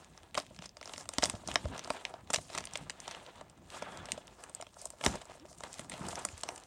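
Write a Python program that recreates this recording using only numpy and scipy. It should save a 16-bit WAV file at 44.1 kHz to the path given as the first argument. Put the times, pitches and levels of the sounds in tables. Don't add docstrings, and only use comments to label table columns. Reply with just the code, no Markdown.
import sys
import numpy as np
from scipy import signal
from scipy.fft import rfft, irfft
from scipy.io import wavfile

SR = 44100
rng = np.random.default_rng(int(sys.argv[2]) if len(sys.argv) > 2 else 0)


def to_wav(s):
    ch = np.atleast_2d(s).T
    pcm = np.round(np.clip(ch, -1, 1) * 32767)
    wavfile.write(sys.argv[1], SR, pcm.astype(np.int16))


N = 293706

# peak_s, rise_s, fall_s, crinkle_db, slide_db, rub_db
PULL_SWELLS = [(0.0, .1, 0.18, -67.5, -66, -56), (0.25, 0.55, .14, -72, -66, -60),
               (0.371, 0.01, .07, -45.5, -44, -43.5), (0.55, .3, 0.1, -67.5, -66, -66),
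               (0.64, .04, 0.04, -51.5, -49.5, -52.5), (0.91, 0.15, 0.16, -57, -56, -53.5),
               (1.0, 0.03, 0.07, -51, -54, -49.5), (1.13, 0.06, 0.45, -62, -62.5, -59.5),
               (1.25, 0.0654, 0.16, -46, -50.5, -46), (1.5, 0.06, 0.13, -50, -52, -46),
               (1.62, 0.3, 0.1, -72, -61, -55), (1.75, 0.23, .14, -58, -53.5, -47.5),
               (1.95, 0.25, 0.3, -56.5, -55, -45.5), (2.27, 0, .2, -70, -69, -58.5),
               (2.351, .04, 0.08, -42.5, -48, -58), (2.56, 0.15, 0.14, -53.5, -52, -50.5),
               (2.76, 0.16, 0.24, -63, -53.5, -56), (2.86, .3, 0.5, -67.5, -68, -56.5),
               (3.09, 0.18, 0.37, -60.5, -52.5, -51), (3.4, 0.94, .12, -68.5, -65, -58),
               (3.67, 0.2, 1, -74, -70.5, -61), (3.75, 0.09, 0.18, -53.5, -54.5, -50.5),
               (3.91, 0.3, 0.5, -67.5, -64, -50.5), (4.12, 0.38, .3, -64, -60.5, -56),
               (4.45, 0.26, 0.17, -62.5, -70, -55.5), (4.57, 0.25, 0.28, -72, -66.5, -68),
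               (4.83, 0.14, .17, -56, -63.5, -59), (5.064, 0.07, 0.16, -45, -47.5, -40),
               (5.15, 0.13, 0.0545, -61, -56, -42), (5.31, 0.07, 0.2, -64, -61, -55),
               (5.485, 0.03, 0.2, -58.5, -73.5, -63), (5.65, .07, .1, -56, -63, -49),
               (5.73, .12, 0.1, -55.5, -57, -58), (5.8, 0.17, .08, -56, -54.5, -51),
               (5.94, 0.06, .2, -55.5, -55.5, -46.5), (6.11, .2, 0.35, -52.5, -53, -46.5),
               (6.38, .5, 0.6, -59, -65, -66), (6.5, 0.14, 0.2, -60, -68, -50.5)]
# time_s, level_db
STIR_CURVE = [(0.0, -68.5), (0.62, -62), (0.77, -71.5), (1.22, -55.5), (1.42, -59), (1.67, -49.5),
              (2.0, -68), (2.22, -70), (2.34, -60.5), (3.58, -65), (4.15, -60), (4.54, -75), (5.02, -64),
              (5.09, -47), (5.2, -64), (5.88, -62), (6.04, -46.5), (6.21, -62), (6.66, -64.5)]
# frequency_hz, level_db (per Hz)
AIR_SPECTRUM = [(18, -20), (30, 11.5), (86, 10.5), (319, -3.5), (666, -1.5), (1760, -22), (8520, -24),
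                (11100, -32), (16000, -23)]
# start_s, length_ms, bright_db, centre_hz, dull_db, box_db
FILM_SNAPS = [(.1764,1.4,-41.5,5500,-9,-9),(.3446,2.2,-37,7600,-2,-10),(.3504,6.5,-41,6500,3.5,11),
              (.3755,4,-28.5,5370,-9,2.5),(.3799,3.2,-37,5700,6,12.5),(.3997,0.97,-35.5,4850,-4,-4.5),
              (0.5462,1.7,-50,5970,-3,-17),(.5626,3.6,-49,5700,-5,-9),(.5893,1.9,-44,5450,2,-3),
              (.6214,2.9,-45.5,5630,4.5,4),(.6561,7.6,-42.5,5560,-10,-6),(0.6921,1.9,-49.5,4760,-2,-23),(0.7687,2.9,-45.5,5400,-4.5,-4),
              (0.8124,1.6,-42,5160,-5,-.5),(.8278,2.8,-43.5,6000,-2,-5),(0.8565,2.8,-43.5,4940,-17,-5),
              (.8754,2,-41,5600,-9,-3),(.8942,2.1,-43.5,5700,-0.5,4),(.937,1.6,-40,4800,2.5,-1),(0.9603,3.1,-51,5000,5.5,-9),
              (.979,2.5,-32,6230,-14,-12),(1.0085,2.9,-40,6750,-22,-18),(1.0555,3.6,-48.5,6260,-9,0),
              (1.0902,0.65,-22,6850,-9,-15),(1.1352,4.2,-36.5,8100,-11,-8),(1.1835,2.1,-19.5,5300,-7,-8.5),
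              (1.2235,4.8,-31.5,6100,-.5,-10),(1.2302,6.9,-28.5,6200,-1,8.5),(1.238,1.7,-14.5,5960,-21,-19.5),
              (1.246,2.8,-29,5900,-4,-7),(1.2558,2.3,-21.5,6800,-10.5,-14),(1.2977,2.6,-26,7900,-7.5,-13.5),
              (1.3506,7.3,-50.5,5800,0,8),(1.4746,3.2,-30.5,6600,-27,-13),(1.4854,3.6,-41,5760,-1.5,10),
              (1.5143,2.8,-37,5600,2.5,-10.5),(1.5401,5.7,-37,7540,-30,-4),(1.5567,2.7,-24,5700,5,3.5),
              (1.655,1.9,-44,6200,-4,14.5),(1.7783,2.7,-36.5,6440,-8.5,-7),(1.7928,2,-32.5,5460,-4,-9),
              (1.8393,1.3,-41,6000,-7,-18),(1.8453,3.3,-40.5,5660,-4.5,-8),(1.8743,4.5,-43,6500,-11,7.5),
              (1.9031,2.5,-29.5,6200,-1.5,7.5),(2.0515,1.1,-31.5,5850,5,-10.5),(2.1391,2.3,-52,5330,7,20.5),
              (2.3021,7.2,-33,7100,-9.5,5),(2.3325,3,-25.5,6900,-17,-9),(2.3369,4.2,-19,6600,-8.5,-10.5),
              (2.3431,4.5,-19.5,6160,-8.5,-10.5),(2.3588,4.6,-26.5,6740,-2,-8),(2.3844,2.5,-51,5800,9,21),
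              (2.4992,8.7,-53,5530,2.5,14),(2.549,4.7,-34.5,6960,-5,1.5),(2.5763,5.1,-29.5,6860,-6,-1.5),
              (2.5836,1.8,-30.5,5370,-5,-7),(2.6058,1.8,-36,5760,-12,-5),(2.6104,2.5,-52,6400,7,6),(2.6396,2.5,-44,5460,2,-5),
              (2.6537,1.5,-28,7400,-23,-35),(2.6715,2.3,-43,5500,-0.5,-7),(2.735,3.1,-34.5,6740,-22,-12),
              (2.7552,3.7,-33.5,6150,3.5,-1),(2.7735,1.2,-29.5,7240,-18,-30),(2.897,2.7,-31.5,5900,-4,-10.5),
              (2.9029,2.2,-35,6900,-2,-9),(3.0017,2.1,-34,6840,-11,-33),(3.078,4.6,-36.5,6160,-4.5,2.5),
              (3.1113,1.3,-35,5100,-10,-10),(3.1476,3,-49.5,5100,4.5,0.5),(3.4101,4,-49.5,6750,2,14.5),
              (3.498,1.8,-48,7300,-9,-17),(3.8222,6,-41,6000,-4,14.5),(3.9729,2,-38,7100,-13,-7),
              (4.055,4.9,-40,6700,-8,-7),(4.0857,7.3,-55,6230,7,20),(4.1191,1.18,-18,7100,-7.5,-30),(4.1766,4.7,-50.5,6100,1,15),
              (4.2711,1.8,-41,7840,-17,-29),(4.2789,1.7,-46.5,6700,-1,-9),(4.4373,2.7,-35.5,7500,-10,-13.5),
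              (4.4961,1.4,-41.5,7540,-21,-7),(4.549,0.97,-28.5,8300,-33,-33),(4.6115,2.7,-37.5,7600,-6.5,-15),
              (4.6242,2.3,-40,5600,-7,-2),(4.6669,3,-51.5,6640,3,1.5),(4.8147,4.7,-40,7800,-30,-29.5),
              (4.8549,2.1,-28,8100,-29.5,-29),(4.903,1.84,-31,7950,-16,-18.5),(5.0105,4.9,-46.5,7300,3,11),
              (5.038,3.5,-35.5,6100,7.5,6.5),(5.0466,5.5,-26,7350,-21,-7),(5.0627,1.7,-15.5,6600,-2.5,-5.5),
              (5.1394,4.5,-47,6800,-10,11),(5.154,6.8,-40,6660,-6,8),(5.2134,11,-48.5,7300,-2,4),
              (5.2541,1.6,-44,7300,-20,-8),(5.397,2.7,-53.5,5300,-2,-7),(5.5289,1.4,-44,6340,-11,-13),(5.5835,2.8,-42,8440,-25,-21.5),
              (5.6055,2.3,-39.5,6800,-8,0.5),(5.6351,5.4,-42,6700,4,7.5),(5.7288,3,-38.5,6950,-13,-19),
              (5.7405,2.2,-36,6900,-9,-25),(5.7936,2.7,-36.5,7800,-1.5,-3),(5.8452,1.7,-48.5,7200,-2,-1),
              (5.8966,3.8,-35.5,8400,-9,-17),(5.9171,7.6,-44,6340,1.5,0),(5.938,2.9,-55.5,5040,9,21),
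              (5.9933,2.8,-47,7800,-12,4),(6.0652,3.4,-39,7500,-14,-11),(6.085,3.7,-33.5,7000,-16,-2),
              (6.1286,2.2,-44.5,6300,-2,12),(6.1554,1.9,-30,6550,-10,-24),(6.1882,13,-42.5,8000,-21,-13),
              (6.2503,2.8,-20.5,8000,-18.5,-11.5),(6.2869,2.9,-40.5,6300,-4,-26),(6.378,2.4,-36,6900,-28,-32),
              (6.4111,1.7,-38,8050,-21,-21),(6.434,3,-26.5,6560,-9.5,-6),(6.4884,2,-30,5400,-4,-4),
              (6.5588,4.8,-40.5,6600,-11,-26),(6.5771,5.5,-42,7100,-9.5,-12)]
# start_s, level_db, pitch_hz
BOX_THUDS = [(0.374, -41, 237), (0.592, -38, 170), (1.181, -41, 73), (1.183, -26, 273), (1.23, -33, 238),
             (1.291, -36.5, 253), (1.338, -34.5, 109), (1.337, -32, 203), (1.485, -40, 188),
             (1.555, -47, 95), (1.558, -42, 219), (1.642, -37, 196), (1.647, -27, 77), (1.903, -43, 262),
             (2.303, -42, 193), (2.337, -43.5, 173), (2.376, -42, 99), (2.377, -39, 166), (3.822, -45, 196),
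             (4.13, -38, 211), (5.062, -18, 266), (5.064, -27, 74.5), (5.068, -23, 430),
             (5.075, -26.5, 230), (5.14, -40, 174), (5.15, -45, 106), (5.794, -38, 212), (5.933, -40, 190),
             (6.009, -32, 181), (6.249, -39, 242), (6.329, -40, 83)]
# start_s, level_db
FINGER_TAPS = [(0.5091, -52.5), (1.3377, -40.5), (1.3631, -43.5), (1.4342, -42), (1.9646, -51),
               (4.5995, -39.5), (4.7672, -43.5), (4.8195, -48.5), (4.8413, -45.5), (4.8558, -40),
               (4.9344, -46), (5.2948, -42), (5.351, -47), (5.4506, -45), (5.5125, -50)]
# start_s, length_s, from_hz, to_hz, level_db
SKIN_SQUEAKS = [(5.388, 0.089, 215, 430, -53.5)]
# frequency_hz, level_db, t60_s
BOX_MODES = [(285, -12, 0.076), (443, -4.5, 0.039), (595, 2.5, 0.032), (688, 3.5, 0.032), (927, 3, 0.025),
             (1071, 3, 0.027), (1345, 10, 0.012)]
# frequency_hz, width_hz, level_db
DULL_MODES = [(1986, 1110, 1.5), (2960, 750, 1.5), (3750, 650, -1)]
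BRIGHT_MODES = [(5086, 1280, -3), (6200, 360, -2.5), (7080, 500, -1), (8204, 1300, -1), (14000, 2100, -47)]
RUB_MODES = [(408, 323, -4), (707, 412, -2), (1300, 740, -26)]
SWISH_MODES = [(1380, 290, 1), (2100, 380, -6.5), (3320, 220, -7)]

REST_DB = -80
AIR_DB = -65
ROOM_T60_S, ROOM_DB = 0.091, -14.5
HOLLOW_HZ = 600
TAP_SOFTNESS_DB = 23
SWISH_S, SWISH_LENGTH_S, SWISH_DB = 3.68, 0.44, -53
CUTOFF_HZ = 16750


def from_db(db):
    return 10 ** (np.asarray(db) / 20)


def rms_one(x):
    return x / np.sqrt(np.mean(x ** 2) + 1e-20)


def drift(rate_hz):
    r = np.exp(-2 * np.pi * rate_hz / SR)
    noise = rng.standard_normal(N + SR)
    return rms_one(signal.lfilter([1], [1, -2 * r, r * r], noise)[SR:])


def peak(x, hz, width_hz):
    r = np.exp(-np.pi * width_hz / SR)
    poles = [1, -2 * r * np.cos(2 * np.pi * hz / SR), r * r]
    return signal.lfilter((1 - r * r) / 2 * np.array([1, 0, -1]), poles, x)


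def ring(x, hz, t60_s):
    r, w = from_db(-60 / (t60_s * SR)), 2 * np.pi * hz / SR
    return signal.lfilter([0, np.sin(w)], [1, -2 * r * np.cos(w), r * r], x + 1e-18)


def random_signs():
    return rng.choice([-1, 1], N)


def pulls():
    t = np.arange(0, N, 32) / SR
    power = from_db(2 * REST_DB) + np.zeros((3, 1))
    for s, rise_s, fall_s, *top_db in PULL_SWELLS:
        drop_db = 20 * np.maximum((s - t) / rise_s, (t - s) / fall_s)
        power = power + from_db(2 * (np.array(top_db)[:, None] - drop_db))
    return [np.interp(np.arange(N) / SR, t, 10 * np.log10(p)) for p in power]


def grains(per_s, spread_db, clump_db):
    sizes = from_db(spread_db * np.minimum(rng.exponential(1, N), 5)) * random_signs()
    luck = rng.random(N)
    chance = per_s * from_db(clump_db * drift(25)) / SR
    return sizes * (luck < chance)


def contact(x, modes, shift_db=2.5):
    out = 0
    for hz, width_hz, mode_db in modes:
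        slips = x * random_signs()
        band = peak(peak(slips, hz, 2.64 * width_hz), hz, 1.76 * width_hz)
        out = out + from_db(mode_db + shift_db * drift(20.0)) * band
    return rms_one(out)


def film_slips(crinkle_db, slide_db):
    ticks = from_db(5.5) * grains(per_s=110, spread_db=4.5, clump_db=5.5)
    crinkle = contact(ticks + grains(per_s=5000, spread_db=1.0, clump_db=4.5), BRIGHT_MODES)
    slide = contact(ticks + grains(per_s=5000, spread_db=-0.5, clump_db=5.5), DULL_MODES)
    return from_db(crinkle_db) * crinkle + from_db(slide_db) * slide


def skin_rub(rub_db):
    catches = grains(per_s=3200, spread_db=3.0, clump_db=5.0)
    hollow = sum(from_db(level_db) * ring(catches, hz, t60_s) for hz, level_db, t60_s in BOX_MODES)
    rub = contact(catches, RUB_MODES) + from_db(-8.5) * rms_one(hollow)
    return from_db(rub_db) * rms_one(rub)


def stir():
    band = signal.butter(2, [45, 230], "band", fs=SR, output="sos")
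    low = rms_one(signal.sosfilt(band, rng.standard_normal(N)))
    s, curve_db = np.transpose(STIR_CURVE)
    level_db = np.interp(np.arange(N) / SR, s, curve_db) + 4.6 * drift(6.8)
    return from_db(level_db) * low


def handling():
    crinkle_db, slide_db, rub_db = pulls()
    return film_slips(crinkle_db, slide_db) + skin_rub(rub_db) + stir()


def room_air():
    hz, level_db = np.transpose(AIR_SPECTRUM)
    bins_hz = np.fft.rfftfreq(N, 1 / SR) + 1
    gain = from_db(np.interp(np.log(bins_hz), np.log(hz), level_db))
    return from_db(AIR_DB) * rms_one(irfft(rfft(rng.standard_normal(N)) * gain, N))


def room(x):
    t = np.arange(SR // 2) / SR
    onset = np.clip(t / 0.0011, 0, 1)
    tail = rng.standard_normal(len(t)) * from_db(-60 * t / ROOM_T60_S) * onset
    tail = signal.lfilter([1], [1, -.2], tail)
    return signal.fftconvolve(x, tail / np.sqrt(np.sum(tail ** 2)))[:N]


def cracks(times, length_ms, level_db, modes):
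    step = np.arange(SR // 40)
    age = step / (.25 * length_ms[:, None] * SR / 1000)
    shape = age * np.exp(1 - age)
    at = (times[:, None] * SR).astype(int) + step
    out = 0
    for k, (hz, width_hz, mode_db) in enumerate(modes):
        heights = shape * from_db(level_db[:, k:k + 1] + mode_db)
        burst = np.bincount(at.ravel(), heights.ravel(), N + SR)[:N]
        noise = (burst + 1e-18) * random_signs()
        out = out + peak(peak(noise, hz, 2 * width_hz), hz, width_hz)
    return out


def clicks(times, gains):
    out = np.zeros(N)
    np.add.at(out, np.minimum((np.asarray(times) * SR).astype(int), N - 1), gains)
    return out


def knocks(times, level_db, softness_db):
    luck = rng.standard_normal((len(times), len(BOX_MODES), 2))
    direction = np.sign(luck[:, 0, 1])
    out = 0
    for k, (hz, mode_db, t60_s) in enumerate(BOX_MODES):
        off_db = 0.5 * np.maximum(softness_db, 0) * abs(np.log2(hz / HOLLOW_HZ))
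        gains = from_db(level_db + mode_db - off_db + 2.64 * luck[:, k, 0])
        signs = direction * (-1) ** k
        out = out + ring(clicks(times, gains * signs), hz, t60_s)
    return signal.lfilter([.15], [1, -.85], out)


def snaps():
    s, length_ms, bright_db, centre_hz, dull_db, box_db = np.transpose(FILM_SNAPS)
    octaves_up = np.log2(np.array(BRIGHT_MODES)[:, 0] / 6800)
    tilt_db = 52.6 * np.outer(np.log2(centre_hz / 6800), octaves_up)
    scatter_db = 1.4 * rng.standard_normal((len(s), len(DULL_MODES)))
    bright = cracks(s, length_ms, bright_db[:, None] + 6.5 + tilt_db, BRIGHT_MODES)
    dull = cracks(s, length_ms, (bright_db + dull_db)[:, None] + 9 + scatter_db, DULL_MODES)
    return bright + dull + knocks(s, bright_db + box_db - 5.0, box_db)


def thuds():
    out = np.zeros(N + SR)
    t = np.arange(SR // 4) / SR
    for s, level_db, hz in BOX_THUDS:
        shape = (1 - np.exp(-t * hz / 0.19)) * from_db(-60 * t * hz / 6.9)
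        start = int(s * SR)
        out[start:start + len(t)] += from_db(level_db + 2.5) * shape * np.sin(2 * np.pi * hz * t)
    return out[:N]


def taps():
    s, level_db = np.transpose(FINGER_TAPS)
    return knocks(s, level_db, TAP_SOFTNESS_DB)


def swish():
    along = np.clip((np.arange(N) / SR - SWISH_S) / SWISH_LENGTH_S, 0, 1)
    return from_db(SWISH_DB) * np.sin(np.pi * along) * contact(rng.standard_normal(N), SWISH_MODES)


def squeaks():
    out = np.zeros(N)
    for s, length_s, from_hz, to_hz, level_db in SKIN_SQUEAKS:
        count, start = int(length_s * SR), int(s * SR)
        turns = np.cumsum(np.linspace(from_hz, to_hz, count)) / SR
        out[start:start + count] += from_db(level_db) * np.hanning(count) * np.sin(2 * np.pi * turns)
    return out


def scene():
    near = snaps() + taps() + handling() + squeaks() + swish()
    return (near + thuds() + from_db(ROOM_DB) * room(near) + room_air())[None]


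def record(dry):
    x = signal.sosfilt(signal.butter(6, 42, "high", fs=SR, output="sos"), dry)
    return signal.sosfilt(signal.cheby2(14, 50, CUTOFF_HZ, fs=SR, output="sos"), x)


dry = scene()
out = record(dry)
to_wav(out)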